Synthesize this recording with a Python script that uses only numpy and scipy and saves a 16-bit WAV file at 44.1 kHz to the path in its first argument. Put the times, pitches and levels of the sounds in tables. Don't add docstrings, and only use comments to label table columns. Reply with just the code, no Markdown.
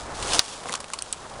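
import sys
import numpy as np
from scipy import signal
from scipy.fft import rfft, irfft
from scipy.io import wavfile

SR = 44100
rng = np.random.default_rng(int(sys.argv[2]) if len(sys.argv) > 2 else 0)


def to_wav(s):
    ch = np.atleast_2d(s).T
    pcm = np.round(np.clip(ch, -1, 1) * 32767)
    wavfile.write(sys.argv[1], SR, pcm.astype(np.int16))


N = 61739
MIC_EDGE_HZ = 10700

# t/s, split decay/s, knock f/Hz, knock level/dB,
# ring f/Hz, ring width/Hz, ring level/dB, splinter level/dB
FRACTURES = [(0.2261, 0.0071, 910, -31, 3350, 2000, -26, -22),
             (0.3214, 0.0035, 800, -26, 3060, 1200, -20.5, -27),
             (0.3332, 0.0011, 1200, -29, 3000, 1200, -20, -29),
             (.3350, .0003, 1210, -31, 4640, 2200, -15.5, -21.5),
             (0.3378, 0.0017, 1300, -28, 5500, 1500, -22.5, -19.5),
             (0.364, .001, 1100, -33, 6030, 2000, -28, -26),
             (0.3932, 0.00042, 1060, -17.5, 4300, 1280, -2.5, -20),
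             (0.3944, 0.0021, 1040, -16.5, 4470, 1400, -14.5, -16),
             (0.6575, 0.00087, 690, -25, 990, 500, -29.5, -46),
             (0.6704, 0.0016, 845, -26, 4000, 2500, -36, -40),
             (.6880, .002, 1310, -31, 1800, 1500, -27.5, -28),
             (0.6947, 0.0011, 1220, -23.5, 1580, 900, -32.5, -26.5),
             (.7060, 0.0035, 706, -30, 1500, 1500, -34, -32),
             (0.7241, 0.00045, 1200, -45, 4200, 2000, -33, -24),
             (0.7288, 0.00062, 1100, -31, 3360, 2000, -38, -21.5),
             (0.7388, 0.0023, 1040, -19, 4670, 2000, -22.5, -24),
             (0.7514, 0.0014, 1000, -25, 2670, 1490, -24, -25.5),
             (.7542, .002, 1100, -26.5, 5460, 2500, -25, -24),
             (.8030, 0.005, 1300, -28.5, 7200, 2500, -46, -25.5),
             (0.8432, .0008, 600, -33.5, 2800, 1500, -31.5, -31),
             (0.902, 0.00038, 1340, -30.5, 8300, 2000, -50, -34),
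             (0.9351, 0.004, 1010, -20.5, 1970, 1680, -21, -16.5),
             (0.9882, 0.0034, 1210, -32, 4640, 800, -24.5, -25),
             (1.0229, 0.00056, 3200, -35, 7800, 5000, -20.5, -25.5),
             (1.0620, 0.0011, 1200, -40, 2920, 900, -38, -40),
             (1.1270, 0.00051, 3760, -31, 8300, 1900, -15.5, -34),
             (1.1290, 0.0043, 3100, -34, 4300, 1500, -29, -26)]
# t/s, level/dB
LANDINGS = [(.658, -30), (.697, -25.5), (.737, -29.5), (.796, -30.5), (.836, -31)]
# f/Hz, level/dB, t60/s
LIMB_MODES = [(169, -3, .08), (237, -1.5, .06), (410, -9, .05), (495, 2, 0.077), (589, 0.5, 0.058)]
# f/Hz, level/dB
RUSTLE_SPECTRUM = [(100, -17), (400, -11.5), (1000, 1), (2000, -4), (3200, 2), (5200, 1), (7500, 0),
                   (10500, -4)]
WIND_SPECTRUM = [(20, -13), (60, -9), (130, -5.5), (280, -4), (480, 0), (850, 1), (1250, -2.5), (2000, -11),
                 (4000, -29), (10500, -42)]
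BUFFET_SPECTRUM = [(15, -8), (55, -2.5), (100, -6.5), (200, -18.5), (600, -45)]
# t/s, level/dB
RUSTLE_DUCKED_DB = [(0, -40.5), (.09, -45.5), (.2, -36), (.28, -30), (.345, -24.5), (.395, -26.5),
                    (.415, -37.5), (.5, -36), (.58, -42), (.65, -43.5), (.7, -38.5), (.755, -38),
                    (.785, -47), (1.04, -44.5), (1.4, -46.5)]
WIND_DUCKED_DB = [(0, -39), (.16, -36), (.39, -29.5), (.42, -45.5), (.6, -42), (.72, -40), (.88, -46.5),
                  (1.08, -46), (1.22, -42.5), (1.4, -39.5)]
BUFFET_DUCKED_DB = [(0, -47), (.08, -43.5), (.39, -41.5), (.43, -58.5), (.95, -56.5), (1.2, -51.5),
                    (1.4, -45.5)]
# f/Hz, t60/s
YARD_DECAY = [(300, 0.12), (1200, 0.2), (4000, 0.063), (10000, 0.075)]


def snap(split_s, knock_hz, knock_db, ring_hz, ring_width_hz, ring_db, splinter_db, size=2048):
    t = np.arange(size) / SR
    tear = 0.75 * impulses(size, rate_per_s=8000) * np.exp(-t / split_s)
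    tear[0] += 1
    knock = resonate(tear, knock_hz, width_hz=600)
    ring = resonate(tear, ring_hz, ring_width_hz)
    splinter_band = signal.butter(2, [2540, MIC_EDGE_HZ], "bandpass", fs=SR, output="sos")
    splinters = signal.sosfilt(splinter_band, tear)
    return burst(knock, knock_db) + burst(ring, ring_db) + burst(splinters, splinter_db)


def thud(level_db, attack_s=0.0033, size=8192):
    t = np.arange(size) / SR
    modes = sum(amp(mode_db - 60 * t / t60_s) * np.sin(2 * np.pi * (hz * t + rng.random()))
                for hz, mode_db, t60_s in LIMB_MODES)
    return burst(modes * np.minimum(t / attack_s, 1), level_db)


def rustle(tick_db=-3, spread_db=4, flutter_db=1):
    ticks = impulses(N, rate_per_s=1500)
    ticks *= amp(spread_db * np.minimum(rng.exponential(1, N), 4))
    brush = rng.standard_normal(N) + amp(tick_db) * unit_rms(ticks)
    flutter = amp(flutter_db * drift(rate_hz=70))
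    return colour(brush, RUSTLE_SPECTRUM) * envelope(RUSTLE_DUCKED_DB) * flutter


def tree_wind(gust_db=1):
    gusts = amp(gust_db * drift(rate_hz=25))
    return colour(rng.standard_normal(N), WIND_SPECTRUM) * envelope(WIND_DUCKED_DB) * gusts


def mic_buffet():
    return colour(rng.standard_normal(N), BUFFET_SPECTRUM) * envelope(BUFFET_DUCKED_DB)


def yard_scatter(x, level_db=-13, size=16384):
    hz, t, echoes = signal.stft(impulses(size, rate_per_s=4000), SR, nperseg=128)
    decay = amp(-60 * t / at_hz(YARD_DECAY, hz)[:, None])
    tail = signal.istft(echoes * decay, SR)[1]
    return amp(level_db) * signal.fftconvolve(x, tail / np.linalg.norm(tail))[:N]


def amp(db):
    return 10 ** (np.asarray(db) / 20)


def unit_rms(x):
    return x / np.sqrt(np.mean(x ** 2) + 1e-20)


def at_hz(table, hz):
    table_hz, values = np.transpose(table)
    return np.interp(np.log(hz + 1), np.log(table_hz), values)


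def envelope(table):
    return amp(np.interp(np.arange(N) / SR, *np.transpose(table)))


def colour(x, spectrum):
    gain = amp(at_hz(spectrum, np.fft.rfftfreq(N, 1 / SR)))
    return unit_rms(irfft(rfft(x) * gain, N))


def drift(rate_hz):
    rolloff = np.exp(-(np.fft.rfftfreq(N, 1 / SR) / rate_hz) ** 2)
    return unit_rms(irfft(rfft(rng.standard_normal(N)) * rolloff, N))


def impulses(size, rate_per_s):
    return rng.standard_normal(size) * (rng.random(size) < rate_per_s / SR)


def resonate(x, hz, width_hz):
    for stage_width_hz in (width_hz, 2 * width_hz):
        r = np.exp(-np.pi * stage_width_hz / SR)
        x = signal.lfilter([1, 0, -1], [1, -2 * r * np.cos(2 * np.pi * hz / SR), r * r], x)
    return x


def burst(x, level_db):
    return amp(level_db) * x / np.linalg.norm(x) * np.sqrt(SR / 1000)


def add(mix, start_s, sound):
    part = mix[round(start_s * SR):][:len(sound)]
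    part += sound[:len(part)]


def lowpass(x, hz):
    taps = signal.firwin(255, hz, window=("kaiser", 9), fs=SR)
    return signal.oaconvolve(x, taps[None], "same")


def scene():
    wood = np.zeros(N)
    for start_s, *fracture in FRACTURES:
        add(wood, start_s, snap(*fracture))
    for start_s, level_db in LANDINGS:
        add(wood, start_s, thud(level_db))
    return (wood + yard_scatter(wood) + rustle() + tree_wind() + mic_buffet())[None]


def record(dry):
    clipped = np.clip(lowpass(dry, MIC_EDGE_HZ), -1, 1)
    return lowpass(clipped, hz=21770)


dry = scene()
out = record(dry)
to_wav(out)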